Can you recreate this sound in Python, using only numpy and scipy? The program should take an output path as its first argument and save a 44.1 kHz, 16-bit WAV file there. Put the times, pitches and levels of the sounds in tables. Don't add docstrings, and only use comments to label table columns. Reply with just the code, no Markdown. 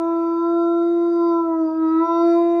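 import sys
import numpy as np
from scipy import signal
from scipy.fft import rfft, irfft, next_fast_len
from scipy.io import wavfile
from scipy.ndimage import uniform_filter1d

SR = 44100
rng = np.random.default_rng(int(sys.argv[2]) if len(sys.argv) > 2 else 0)


def persist_wave(psi):
    counts = np.round(np.clip(psi, -1, 1) * 32767).astype(np.int16)
    wavfile.write(sys.argv[1], SR, np.atleast_2d(counts).T)


N = 114660
TIME_S = np.arange(N) / SR
TOP_HZ = 11900
UNSTEADY = 0.44
CLEARS_DB = -2


# start_s, pitch_hz, then level_db (rms, before the room) of partials 1, 2, 3, 4
HOWL_COURSE = [(0.03, 332.9, -22, -29.5, -35.5, -36.5), (0.09, 334.5, -20.5, -31, -29.5, -35.5),
               (0.19, 333.9, -20, -32, -34, -34.5), (0.37, 335.2, -20.5, -40, -31.5, -35),
               (0.4, 336.3, -20, -44, -30, -35), (0.45, 337.5, -19.5, -33, -29, -32.5),
               (0.54, 338.8, -18, -29.5, -38.5, -34), (0.6, 338.5, -18, -28.5, -34, -31.5),
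               (0.82, 339.4, -18, -31, -40, -34.5), (0.93, 341.7, -17.5, -35, -48, -43),
               (0.98, 340.8, -17.5, -33, -41, -43.5), (1.07, 341.5, -18, -34.5, -36, -40),
               (1.12, 340.2, -18, -35.5, -47, -40.5), (1.15, 340.6, -18, -35, -39, -40),
               (1.23, 339, -17, -32.5, -28.5, -35.5), (1.28, 339.2, -17, -33, -28.5, -40),
               (1.34, 336.2, -18, -30.5, -28.5, -32), (1.4, 335.2, -19, -34, -25, -32),
               (1.42, 334.2, -20, -41.5, -28, -34), (1.46, 330.8, -21.5, -32.5, -37, -31.5),
               (1.49, 330.7, -20, -28, -36.5, -41.5), (1.55, 325.6, -20.5, -32.5, -36, -36),
               (1.59, 324, -20.5, -32, -49.5, -36.5), (1.62, 325.1, -17.5, -31, -40.5, -37.5),
               (1.65, 318.5, -18.5, -31.5, -47, -45.5), (1.7, 318.5, -23, -33.5, -33.5, -38.5),
               (1.74, 321.5, -23.5, -34.5, -41.5, -43), (1.8, 322, -19, -42, -42, -36),
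               (1.85, 321.4, -17, -37.5, -33.5, -33), (1.89, 319.5, -18, -41, -35.5, -32),
               (1.93, 323.8, -17.5, -47.5, -34.5, -31), (1.97, 323, -16, -43.5, -32.5, -29),
               (1.99, 324.6, -16, -44.5, -36.5, -29), (2.02, 331.4, -16.5, -31.5, -28, -28),
               (2.07, 334.7, -26.5, -30.5, -27, -28.5), (2.09, 334.5, -22, -28.5, -22.5, -28.5),
               (2.22, 337.5, -16.5, -25.5, -27, -30.5), (2.25, 339, -14.5, -23.5, -37.5, -35),
               (2.33, 338.3, -15, -24, -42, -34), (2.37, 340.1, -15.5, -23.5, -29.5, -42.5),
               (2.4, 340.2, -16, -23.5, -28.5, -53.5), (2.45, 340.2, -17, -25, -35.5, -45.5),
               (2.5, 340.4, -17.5, -25, -35, -50.5), (2.57, 340.8, -18, -24.5, -34.5, -48)]
SAG_BELOW_HZ, SAG_SPAN_HZ = 334, 5.1


def howl_course():
    pitch, *levels = course(HOWL_COURSE)
    pitch = uniform_filter1d(pitch, SR // 20)
    sag = np.clip((SAG_BELOW_HZ - pitch) / SAG_SPAN_HZ, 0, 1)
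    return pitch, levels, sag


# start_s, level_db of the first six main resonances listed, breath_db
THROAT_COURSE = [(0.03, -58.5, -68, -62.5, -62, -82.5, -75, -57.5),
                 (0.07, -58, -73, -62.5, -64.5, -76, -73, -60.5),
                 (0.12, -59, -64.5, -59.5, -61.5, -80.5, -77, -61),
                 (0.19, -66, -69, -63, -63.5, -66, -83, -62),
                 (0.23, -101, -63.5, -63, -66.5, -66.5, -74.5, -60.5),
                 (0.3, -67, -70, -62, -65.5, -63.5, -79, -61),
                 (0.41, -59, -78.5, -71, -61.5, -64, -84, -59.5),
                 (0.46, -64, -64, -68, -64.5, -63, -79, -62),
                 (0.56, -63.5, -70, -72.5, -58.5, -69, -81.5, -57),
                 (0.61, -100, -70.5, -74.5, -59, -63, -79, -58),
                 (0.8, -107, -65, -76.5, -57, -76, -77, -64),
                 (0.84, -66, -61.5, -72, -55.5, -63.5, -83, -59.5),
                 (0.99, -65, -60.5, -73, -61.5, -69.5, -72.5, -61),
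                 (1.12, -65.5, -65, -76.5, -64.5, -61.5, -76.5, -61.5),
                 (1.27, -74, -60, -66, -59.5, -56.5, -68, -58.5),
                 (1.39, -86, -78, -64.5, -62.5, -71, -75.5, -59),
                 (1.55, -61.5, -59, -75.5, -80.5, -74, -78.5, -63),
                 (1.59, -58.5, -71.5, -80, -80, -69, -74.5, -68.5),
                 (1.66, -63, -64, -78.5, -79.5, -62.5, -79, -63),
                 (1.75, -54.5, -84, -70.5, -88.5, -64.5, -73.5, -66),
                 (1.83, -56.5, -61, -65, -66, -75, -67, -56.5),
                 (1.9, -58.5, -54.5, -63.5, -63.5, -60.5, -69.5, -61.5),
                 (1.95, -55.5, -56, -59, -59, -71.5, -65.5, -72.5),
                 (2.0, -55.5, -53, -58, -59, -66, -76, -52.5),
                 (2.05, -82, -52, -55.5, -53.5, -66, -61, -63.5),
                 (2.14, -83, -54.5, -57.5, -46.5, -59, -63, -54.5),
                 (2.3, -52, -51.5, -55, -53, -55.5, -61, -57.5),
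                 (2.46, -56, -54.5, -52, -54, -65.5, -71, -57),
                 (2.57, -55, -51.5, -54.5, -57, -67, -65, -59)]
WOBBLE, WOBBLE_PER_S = 0.00036, 75
STRAIN = 0.5
SHIMMER_DB, SHIMMER_HZ = -40.5, 65


def dog(pitch, levels, sag):
    *ring, breath_db = course(THROAT_COURSE)
    wobble = WOBBLE * (1 + STRAIN * sag) * narrow(0, WOBBLE_PER_S)
    phase = 2 * np.pi * np.cumsum(pitch * (1 + wobble)) / SR
    strengths, rise = throat_strengths(ring), third_rise()
    voice = low_partials(phase, levels, sag)
    voice = voice + treble_partials(pitch, phase, strengths, rise, sag)
    voice = voice + half_partials(pitch, phase, strengths, rise)
    flutter = 1 + undb(SHIMMER_DB + CLEARS_DB * sag) * narrow(0, SHIMMER_HZ)
    return np.sqrt(2) * voice * flutter + low_breath(breath_db, sag) + throat_hiss(breath_db)


# start_s (centre), partial_number, width_s
STANDING_NODES = [(.40, 2, .02), (1.115, 3, 0.012), (1.425, 2, 0.011), (1.992, 3, 0.01), (2.071, 1, 0.012),
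                  (2.33, 3, 0.017)]
WAVER_DB, WAVER_PER_S = 0.1414, 65


def low_partials(phase, levels, sag):
    sizes = []
    for k, level_db in enumerate(levels, 1):
        waver_db = WAVER_DB * k * (1 + UNSTEADY * sag) * narrow(0, WAVER_PER_S)
        sizes.append(undb(level_db + waver_db))
    for centre_s, k, width_s in STANDING_NODES:
        sizes[int(k) - 1] *= np.tanh((TIME_S - centre_s) / width_s)
    return sum(size * np.sin(k * phase + rng.uniform(0, 2 * np.pi)) for k, size in enumerate(sizes, 1))


TOP_PARTIAL = 34
FADE_DB, FADE_PER_S = 1.5, 13
GRAIN_DB, GRAIN_PER_S = 0.14, 38
BREATHY, BREATHY_FROM, BREATHY_HZ = 0.25, 13, 70


def treble_partials(pitch, phase, strengths, rise, sag):
    high = 0
    for k in range(5, TOP_PARTIAL + 1):
        tone = throat(k * pitch, strengths, rise) * np.sin(k * phase + rng.uniform(0, 2 * np.pi))
        if k >= BREATHY_FROM:
            tone = tone * (1 + BREATHY * sag * (narrow(0, BREATHY_HZ) - 1))
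        grain_db = 2.7 * np.tanh(GRAIN_DB * k * (1 + UNSTEADY * sag) / 3.0)
        high = high + tone * undb(FADE_DB * narrow(0, FADE_PER_S) + grain_db * narrow(0, GRAIN_PER_S))
    return high


BREAK_S, BREAK_WIDTH_S, BREAK_DB = 1.995, 0.023, -1


def half_partials(pitch, phase, strengths, rise):
    halves = sum(throat(k * pitch, strengths, rise) * np.sin(k * phase) for k in (10.5, 11.5, 12.5))
    return undb(BREAK_DB) * rough_patch() * halves


def rough_patch():
    return np.exp(-((TIME_S - BREAK_S) / BREAK_WIDTH_S) ** 2)


# start_s, level_db of the first, level_db of the second
SIDE_COURSE = [(0.03, -82.5, -77), (1.15, -72, -76.5), (2.03, -77.5, -88.5), (2.25, -54.5, -71),
               (2.57, -72.5, -77)]


def throat_strengths(ring):
    main = [undb(row[2] + ring[min(j, 5)]) for j, row in enumerate(RESONANCES)]
    return main + list(undb(course(SIDE_COURSE)))


THIRD_RISE_HZ, RISE_START_S, RISE_END_S = 220, 2.1, 2.21


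def third_rise():
    return uniform_filter1d(1. * (TIME_S > RISE_START_S) * (TIME_S < RISE_END_S), SR // 20)


# centre_hz, width_hz, level_db (against the throat course)
RESONANCES = [(1602, 330, 2.5), (1970, 260, 2), (2450, 560, -3), (3769, 350, 2), (4735, 570, -1),
              (5709, 160, 4.5), (3200, 350, -8), (9150, 520, -12.5), (10900, 550, -19)]
# centre_hz, width_hz
SIDE_RESONANCES = [(4400, 240), (6550, 750)]
# centre_hz, width_hz
SIDE_POCKETS = [(4150, 230), (5300, 220), (6230, 160), (7300, 400)]


def throat(hz, strengths, rise):
    gain = 0
    for j, (row, strength) in enumerate(zip(RESONANCES + SIDE_RESONANCES, strengths)):
        centre_hz = row[0] + (j == 2) * THIRD_RISE_HZ * rise
        gain = gain + strength / (1 + (2 * (hz - centre_hz) / row[1]) ** 2) ** 2
    for centre_hz, width_hz in SIDE_POCKETS:
        gain = gain * (1 - 1.2 / (1 + (2 * (hz - centre_hz) / width_hz) ** 2))
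    return gain


# frequency_hz, level_db
BREATH_COLOUR = [(150, -34), (300, -4.5), (430, -2), (540, -9.5), (750, -12), (1100, -11.5), (1450, -16),
                 (1700, -45)]
BREATH_DB = 5


def low_breath(breath_db, sag):
    level_db = uniform_filter1d(breath_db, SR // 20) + BREATH_DB + CLEARS_DB * sag
    return undb(level_db) * coloured(BREATH_COLOUR)


# frequency_hz, level_db
HISS_COLOUR = [(1400, -27.5), (1800, -16.5), (2500, -2.5), (3150, -21.5), (3750, -1.5), (4150, -27),
               (4700, -4.5), (5300, -24.5), (5800, -1.5), (6230, -21), (6650, -8.5), (7250, -24.5),
               (9000, -15.5), (10200, -26.5), (11000, -22), (11800, -24)]
HISS_DB = -9


def throat_hiss(breath_db):
    return undb(uniform_filter1d(breath_db, SR // 2) + HISS_DB) * patchy(coloured(HISS_COLOUR))


HISS_FLICKER_DB, HISS_FLICKER_PER_S = 3.5, 6.1


def patchy(x, count=20):
    spectrum = rfft(x)
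    band = np.arange(len(spectrum)) * SR * count // (N * TOP_HZ)
    total = 0
    for j in range(count):
        flicker = undb(HISS_FLICKER_DB * narrow(0, HISS_FLICKER_PER_S))
        total = total + irfft(spectrum * (band == j), N) * flicker
    return total


UNDER_HZ, UNDER_WIDTH_HZ = 152, 5.5
UNDER_DB, UNDER_BREAK_DB = -61.5, 5


def undertone(sag):
    phase = 2 * np.pi * np.cumsum(UNDER_HZ + UNDER_WIDTH_HZ * narrow(0, 15.0)) / SR
    return undb(UNDER_DB + UNDER_BREAK_DB * rough_patch()) * sag * np.sin(phase)


KITCHEN_T60_S, KITCHEN_DB = 0.49, -25
ROOM_MODE_HZ, ROOM_MODE_T60_S, ROOM_MODE_DB = 988.6, 0.45, 7


def kitchen(x):
    t = np.arange(SR // 2) / SR
    tail = rng.standard_normal(len(t)) * np.exp(-np.log(1000) * t / KITCHEN_T60_S)
    tail = undb(KITCHEN_DB) * tail / np.sqrt(np.sum(tail ** 2))
    decay = np.exp(-np.log(1000) * t / ROOM_MODE_T60_S)
    mode = undb(ROOM_MODE_DB) * 2 * decay / decay.sum() * np.cos(2 * np.pi * ROOM_MODE_HZ * t)
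    return x + signal.fftconvolve(x, tail + mode)[:N]


# frequency_hz, level_db
ROOM_COLOUR = [(45, -7.5), (75, -11), (120, -6), (200, -6.5), (450, -30.5), (2000, -40), (4000, -52),
               (11000, -57.5)]
ROOM_DB = -66
HUM_HZ, HUM_WIDTH_HZ, HUM_DB = 72.8, 2.7, -65.5


def quiet_room():
    return undb(ROOM_DB) * coloured(ROOM_COLOUR) + undb(HUM_DB) * narrow(HUM_HZ, HUM_WIDTH_HZ)


def undb(db):
    return 10 ** (np.asarray(db) / 20)


def unit(x):
    return x / np.sqrt(np.mean(x ** 2))


def course(table):
    rows = np.array(table, float).T
    return [uniform_filter1d(np.interp(TIME_S, rows[0], c), SR // 100) for c in rows[1:]]


def coloured(points):
    hz, db = np.array(points, float).T
    f = np.maximum(np.arange(N // 2 + 1) * SR / N, 1)
    gain = undb(np.interp(np.log(f), np.log(hz), db))
    return unit(irfft(rfft(rng.standard_normal(N)) * gain, N))


def narrow(hz, width_hz, size=next_fast_len(N)):
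    f = np.arange(size // 2 + 1) * SR / size
    bell = np.exp(-((f - hz) / width_hz) ** 2)
    return unit(irfft(rfft(rng.standard_normal(size)) * bell, size)[:N])


def scene():
    pitch, levels, sag = howl_course()
    howl = kitchen(dog(pitch, levels, sag))
    return (howl + undertone(sag) + quiet_room())[None]


def record(dry):
    return signal.sosfilt(signal.ellip(8, .2, 70, TOP_HZ, fs=SR, output="sos"), dry)


dry = scene()
out = record(dry)
persist_wave(out)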